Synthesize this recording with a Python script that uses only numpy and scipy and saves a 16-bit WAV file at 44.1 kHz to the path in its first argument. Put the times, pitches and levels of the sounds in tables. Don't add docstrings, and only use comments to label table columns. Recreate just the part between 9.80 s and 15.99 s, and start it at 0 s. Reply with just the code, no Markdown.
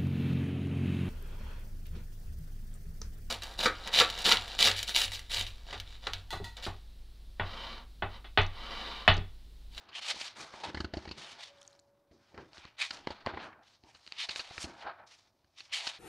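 import sys
import numpy as np
from scipy import signal
from scipy.fft import rfft, irfft, next_fast_len
from scipy.io import wavfile
from scipy.ndimage import uniform_filter1d

SR = 44100
rng = np.random.default_rng(int(sys.argv[2]) if len(sys.argv) > 2 else 0)


def nominal_scale(level):
    x = np.asarray(level, float) / 20
    return 10 ** x


def log_audio(samples):
    frames = np.atleast_2d(samples).T
    limited = np.clip(frames, -1, 1)
    pcm = np.round(limited * 32767).astype(np.int16)
    wavfile.write(sys.argv[1], SR, pcm)


N = 272927
T = np.arange(N) / SR


def level(x, db):
    return x * nominal_scale(db) / np.sqrt(np.mean(x ** 2))


def peak(x, db):
    return x * nominal_scale(db) / np.max(np.abs(x))


def colour(x, points):
    hz, db = np.transpose(points)
    n = next_fast_len(len(x))
    log_hz = np.log(np.arange(n // 2 + 1) * SR / n + 1)
    gain = nominal_scale(np.interp(log_hz, np.log(hz), db, left=-90, right=-90))
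    return irfft(rfft(x, n) * gain, n)[:len(x)]


def walk(rate):
    hold = int(SR / rate)
    steps = np.repeat(rng.standard_normal(N // hold + 1), hold)
    return 1.066 * uniform_filter1d(steps, hold)[:N]


def ring(x, hz, t60):
    radius = np.exp(-np.log(1000) / (t60 * SR))
    w = 2 * np.pi * hz / SR
    return signal.lfilter([np.sin(w)], [1, -2 * radius * np.cos(w), radius * radius], x)


def twice(x, hz, t60):
    return ring(ring(x, hz, t60), hz, t60)


def add(out, s, x):
    i = int(s * SR)
    out[i:i + len(x)] += x[:N - i]


def grain(spread_db):
    size_db = np.clip(spread_db * rng.exponential(size=N), 0, 12)
    return rng.standard_normal(N) * nominal_scale(size_db)


# time in seconds, then levels in dB of sheet scrape, sheet body,
# edge hiss and air puff.
SLIDE = [(0.0, -66.5, -62, -74, -68), (0.112, -66.5, -61.5, -86, -64), (0.153, -44, -61.5, -55.5, -71.0),
         (0.192, -40.5, -47.0, -53, -67), (0.208, -57, -67, -65.0, -59), (0.216, -43.5, -52, -55, -67),
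         (0.244, -44.5, -52.5, -55, -68.5), (0.255, -41.5, -49.5, -51, -68.5),
         (0.311, -33.5, -42, -44, -66), (0.333, -48.0, -55.0, -56.5, -67.0),
         (0.477, -46.5, -52.5, -51, -70), (0.549, -60.5, -62.5, -74.5, -69),
         (0.566, -50.0, -49, -55.5, -60), (0.608, -50, -44, -51, -49), (0.685, -60.5, -54, -65, -61),
         (0.832, -55.5, -49.5, -63.5, -58), (0.838, -39, -34, -54, -50), (0.886, -45.5, -42, -61, -39),
         (0.926, -62, -55, -72.0, -50), (1.022, -62.5, -57, -63.5, -50), (1.125, -66, -65, -87, -56),
         (1.157, -62, -52, -66, -54), (1.366, -61, -64, -71, -55), (1.38, -48, -51, -56.5, -47),
         (1.469, -51.5, -55, -60, -63), (1.511, -46.0, -55, -54.5, -62), (1.574, -60, -58, -69, -62),
         (1.605, -47.5, -53, -53.5, -74), (1.68, -55.5, -60.5, -60.5, -72), (1.709, -63.5, -64, -73, -70),
         (1.9, -76, -66, -72, -71), (2.05, -87, -75, -83, -73.5), (2.139, -96, -77.5, -92.5, -72),
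         (2.291, -90, -83, -95, -75), (2.312, -86, -74, -89, -71), (2.318, -78, -77, -79, -65),
         (2.331, -80.5, -71, -75, -59), (2.474, -72, -75.0, -77.5, -76), (2.562, -79, -60, -76, -57),
         (2.585, -65.5, -49, -74, -45), (2.706, -77, -69, -80, -60), (2.754, -60, -58, -63.5, -74),
         (2.872, -58.5, -63.5, -74, -72), (2.967, -75.5, -72, -89, -78), (2.993, -45, -54.5, -53, -73.0),
         (3.017, -29, -46, -41.5, -69), (3.088, -54.5, -64.0, -58.5, -80), (3.137, -54, -50, -54, -55),
         (3.265, -59.5, -62.5, -74, -63), (3.281, -53.5, -50.0, -66, -65), (3.44, -65.5, -59, -82, -64),
         (3.486, -46, -35.5, -69, -45), (3.528, -61, -47.5, -84, -48), (3.608, -56, -45, -74.0, -48.5),
         (3.648, -55.5, -45.5, -64.5, -46.5), (3.72, -78, -56, -86.0, -63), (3.799, -88, -58, -89, -65),
         (3.824, -87, -59, -90, -71), (3.834, -68, -60, -76.5, -77.5), (3.88, -62.5, -67, -68, -74),
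         (4.023, -84, -83, -79.5, -80), (4.047, -70, -66.5, -72.5, -65), (4.262, -70, -72.5, -68.5, -83),
         (4.375, -51, -62, -66.0, -75.0), (4.39, -35.5, -59, -52.0, -68), (4.454, -38, -52, -52, -76),
         (4.464, -53, -61, -61, -74), (4.486, -65, -68.0, -65, -75), (4.51, -37.5, -48.5, -50.5, -67.0),
         (4.55, -52, -55, -57.5, -67), (4.572, -46.5, -50.5, -47.5, -67), (4.669, -53.5, -58, -65, -75.0),
         (4.773, -54, -54.5, -58, -64), (4.831, -44.5, -49, -46, -58), (4.861, -59, -47, -57, -48),
         (4.965, -62.5, -56, -71.5, -58.5), (5.021, -52.5, -52.5, -66.0, -68),
         (5.053, -67, -45.5, -76.0, -48), (5.076, -53, -38.5, -86, -54), (5.171, -75, -59, -91.0, -75.5),
         (5.196, -68.5, -49, -90, -69), (5.26, -86, -58, -95, -70), (5.268, -66, -63.0, -66, -71.0),
         (5.315, -60.0, -64.5, -64.5, -77.0), (5.42, -70.5, -72.5, -72, -76),
         (5.547, -89.5, -81, -87.5, -77.0), (5.748, -80.5, -85, -83.0, -80),
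         (5.789, -52.5, -70, -57, -77.0), (5.875, -70, -70, -69.5, -81), (5.915, -60, -65, -75, -76.0),
         (5.93, -32, -54.5, -44.5, -76.0), (5.97, -34, -47, -45.5, -72), (6.018, -41.5, -49, -53.5, -74.0),
         (6.066, -42, -49.5, -46, -72), (6.188, -59.5, -63, -69.5, -75)]
# resonance in Hz, level in dB, t60 in seconds.
CURL = [(900, 0, 0.0094), (1600, 0, 0.0035), (2480, -1.5, 0.0065), (3087, 1.5, 0.0042), (3740, -1.5, .005),
        (4370, 4.5, 0.0028)]
# frequency in Hz, level in dB per Hz.
SCRAPE = [(710, -36), (1200, -9.5), (1470, -17.5), (1720, -4), (1950, 0), (2350, 0), (3560, 2.5),
          (5000, -3.5), (6500, -23), (8450, -49), (14300, -120)]
BODY = [(180, -44), (300, -18), (673, 3), (741, 1), (976, 3.5), (1370, 0.5), (1590, 0), (2500, -14.5),
        (3250, -33), (5500, -120)]
EDGE = [(3000, -31), (4000, -7), (4600, -2), (5600, -2), (6500, -11.5), (7500, -34)]
FIZZ = [(5000, -28.5), (6200, -2.5), (7000, 0.5), (9000, -5), (11400, -17), (15800, -21.5)]
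PUFF = [(12, -51.5), (20, -22), (65, -3), (97, -5), (179, -2), (238, -2.5), (335, 0.5), (492, -6.5),
        (600, -9.5), (780, -28.5), (1320, -120)]


def slide():
    s, *columns = np.transpose(SLIDE)
    scrape_db, body_db, edge_db, puff_db = (np.interp(T, s, c) for c in columns)
    slips = grain(spread_db=2.5)
    judder = walk(45) * 1.95 + walk(180) * 1.8

    pockets = np.zeros(N)
    for hz, db, t60 in CURL:
        opening = nominal_scale(5.23 * walk(16))
        pockets += level(ring(slips, hz, t60), db) * opening
    sheet = level(slips, 0) + level(pockets, -2.1)

    scrape = colour(sheet, SCRAPE) * nominal_scale(judder + 0.42 * walk(30))
    body = colour(sheet, BODY) * nominal_scale(0.52 * judder + 0.67 * walk(30))
    edge = colour(slips, EDGE) * nominal_scale(judder + 1.4 * walk(30))
    fizz = colour(slips, FIZZ) * nominal_scale(judder + 1.8 * walk(20))
    puff = colour(rng.standard_normal(N), PUFF) * nominal_scale(0.94 * walk(25))

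    fizz_db = edge_db + 0.25 * (edge_db + 53)
    out = level(scrape, -0.78) * nominal_scale(scrape_db)
    out += level(body, -1.63) * nominal_scale(body_db)
    out += level(edge, -1.64) * nominal_scale(edge_db)
    out += level(fizz, -6.5) * nominal_scale(fizz_db)
    return out + level(puff, -2.66) * nominal_scale(puff_db)


# start in seconds, length in seconds, sheet ring level in dB, sheet
# ring in Hz, crack level in dB, thump level in dB.
SNAPS = [(0.086, 0.019, -50.5, 1190, -46.5, -56), (0.343, 0.0061, -41.5, 694, -41.5, -72),
         (0.36, 0.014, -41.0, 1020, -47, -50), (0.4097, 0.013, -43.5, 2500, -31, -78),
         (0.7376, 0.0072, -34, 786, -44.5, -55), (0.945, 0.012, -32.5, 1770, -32.5, -29.5),
         (0.971, 0.016, -29.5, 2060.0, -37, -29), (1.0025, 0.01, -26.5, 1600.0, -29, -24.5),
         (1.044, 0.0097, -32, 1600.0, -33, -25), (1.1356, 0.013, -28, 770, -33.5, -31.5),
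         (1.169, 0.0136, -34, 680, -32.5, -25), (1.2525, 0.0068, -35, 800, -41.5, -43),
         (1.2748, 0.013, -40, 2070, -41, -33), (1.29, 0.0049, -38.5, 890.0, -34, -45),
         (1.3104, 0.015, -39, 1400, -32, -33.5), (2.311, 0.017, -55, 620.0, -64, -48.5),
         (2.542, 0.017, -42, 610, -54, -46.0), (2.577, 0.005, -34.5, 1620, -45, -45),
         (2.7324, 0.0017, -51, 900, -41, -64), (2.772, 0.0016, -39, 1920, -48, -63),
         (2.7808, 0.0025, -50, 1900, -36.5, -46), (2.8518, 0.0034, -36, 1110, -38, -49),
         (3.1063, 0.0073, -31.5, 2240.0, -24.5, -48.5), (3.171, 0.0024, -50, 1980, -36, -59),
         (3.272, 0.0039, -18, 860, -27, -41), (3.3032, 0.013, -30.5, 870, -33.5, -36),
         (3.4626, 0.0036, -20.5, 1050, -26, -36), (3.4705, 0.0047, -19, 830, -63, -32),
         (3.536, 0.014, -32.5, 820, -71, -36), (3.5717, 0.0081, -25, 1020, -68, -46),
         (3.7277, 0.012, -44.5, 1590, -80, -63), (4.0373, 0.0014, -61, 840.0, -46.5, -49.5),
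         (4.1455, 0.022, -54, 1640.0, -44, -59), (4.265, 0.0018, -65, 930, -37, -59),
         (4.276, 0.0038, -58, 2450, -35, -64), (4.3225, 0.0024, -56.5, 2500, -25, -68.0),
         (4.4887, 0.0039, -43.5, 714, -30.5, -52), (4.4915, 0.0081, -42, 2460, -23, -53),
         (4.56, 0.0031, -40, 2500.0, -20.5, -64), (4.592, 0.016, -38, 2390, -24.5, -54),
         (4.708, 0.0055, -37, 830, -49, -59), (4.7794, 0.0046, -26, 2640, -33.5, -41),
         (4.842, 0.0055, -38.0, 1000.0, -29, -31), (5.6438, 0.0052, -60.5, 1850, -62.5, -60),
         (5.8052, 0.0039, -65, 2540, -34, -75.0), (6.0679, 0.008, -43, 2480, -24.0, -67),
         (6.073, 0.005, -45, 2190, -22, -63)]
# frequency in Hz, level in dB,
# t60 in seconds.
CRACK = [(2934, 7.5, 0.0044), (4330, 9.5, 0.0037), (5840, -10.5, 0.0032)]
DESK = [(72, 6.5, 0.074), (204, 0, 0.023), (333, 2.5, 0.028)]


def snaps():
    out, t = np.zeros(N), T[:8192]
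    push = np.sin(2 * np.pi * np.minimum(t / 0.0036, 1))
    desk = sum(nominal_scale(db) * ring(push, f, t60) for f, db, t60 in DESK)
    for s, length, ring_db, hz, crack_db, thump_db in SNAPS:
        length = np.clip(length, 0.001, 0.03)
        onset = np.minimum(t / (0.18 * length), 1)
        decay = np.exp(-(t / (0.77 * length)) ** 1.53)
        crackle = rng.standard_normal(len(t)) * onset * decay
        crackle[0] += 0.00007 / length ** 2

        sheet = peak(ring(crackle, hz, 9.3 / hz), 0) + peak(ring(crackle, 1980, 0.0027), -2.5)
        sheet = signal.lfilter(*signal.butter(N=2, Wn=3200, fs=SR), sheet)
        crack = sum(nominal_scale(db) * level(twice(crackle, f, t60 / 2), 0) for f, db, t60 in CRACK)
        add(out, s, peak(sheet, ring_db) + peak(crack, crack_db) + peak(desk, thump_db))
    return out


# start in seconds, peak level in dB, frequency in Hz.
TICKS = [(1.776, -60, 3010.0), (1.784, -54, 3400.0), (1.788, -60, 4540.0), (1.8145, -46, 6300),
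         (1.8176, -45, 3400), (1.829, -46.5, 6100), (1.851, -52, 3850.0), (1.866, -57, 7800),
         (1.877, -39, 6520.0), (1.9058, -57, 4350.0), (1.9114, -57, 6590.0), (1.929, -51.5, 4500),
         (1.9622, -62, 6200.0), (1.9922, -49, 4500), (1.997, -48.5, 6330)]


def ticks():
    out, t = np.zeros(N), T[:1024]
    for s, db, hz in TICKS:
        kick = rng.standard_normal(len(t)) * np.exp(-t / 0.0012)
        spots = peak(twice(kick, hz, 0.0016), 0) + peak(twice(kick, 7550, 0.00065), -9)
        add(out, s, peak(spots, db))
    return out


def metal():
    start_s, hz, start_db, t60_s = 1.66, 565, -60.5, 2.7
    t = np.maximum(T - start_s, 0)
    phase = 2 * np.pi * np.cumsum(hz + 2.5 * walk(25)) / SR
    waver = nominal_scale(1.5 * walk(30))
    swell = np.minimum(t / 0.052, 1)
    return nominal_scale(start_db - 60 * t / t60_s) * np.sin(phase) * swell * waver


def echo(paper):
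    t60_s, tail_db, dull_hz = 0.28, -22.5, 2980
    t = T[:SR // 2]
    tail = rng.standard_normal(len(t)) * nominal_scale(-60 * t / t60_s) * (t > 0.004)
    tail = signal.lfilter(*signal.butter(N=1, Wn=dull_hz, fs=SR), tail)
    tail *= nominal_scale(tail_db) / np.sqrt(np.sum(tail ** 2))
    return signal.fftconvolve(paper, tail)[:N]


# frequency in Hz, level in dB per Hz.
AIR = [(12, -31.5), (20, -13), (113, 5), (186, -13.5), (353, -9), (430, -23.5), (568, -5), (617, -4),
       (793, -9), (1110, -11), (1830, -28), (4000, -29), (15700, -29.5)]


def room_air():
    return level(colour(rng.standard_normal(N), AIR), -77.5)


# frequency in Hz, gain in dB.
MIC = [(10, -6), (9000, 0), (11500, 0), (11800, -10), (22000, -14)]


def scene():
    paper = colour(slide() + snaps() + ticks(), MIC)
    return np.tile(paper + echo(paper) + metal() + room_air(), (2, 1))


def low_pass(x):
    return signal.sosfilt(signal.butter(12, 15820, fs=SR, output="sos"), x)


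def record(dry):
    grit_level = nominal_scale(-104) + nominal_scale(-42) * uniform_filter1d(np.abs(dry[0]), 512)
    grit = np.diff(rng.standard_normal(N + 1)) * grit_level
    mix = dry + grit * np.array([[1], [-1]])
    return low_pass(mix)


dry = scene()
out = record(dry)
log_audio(out)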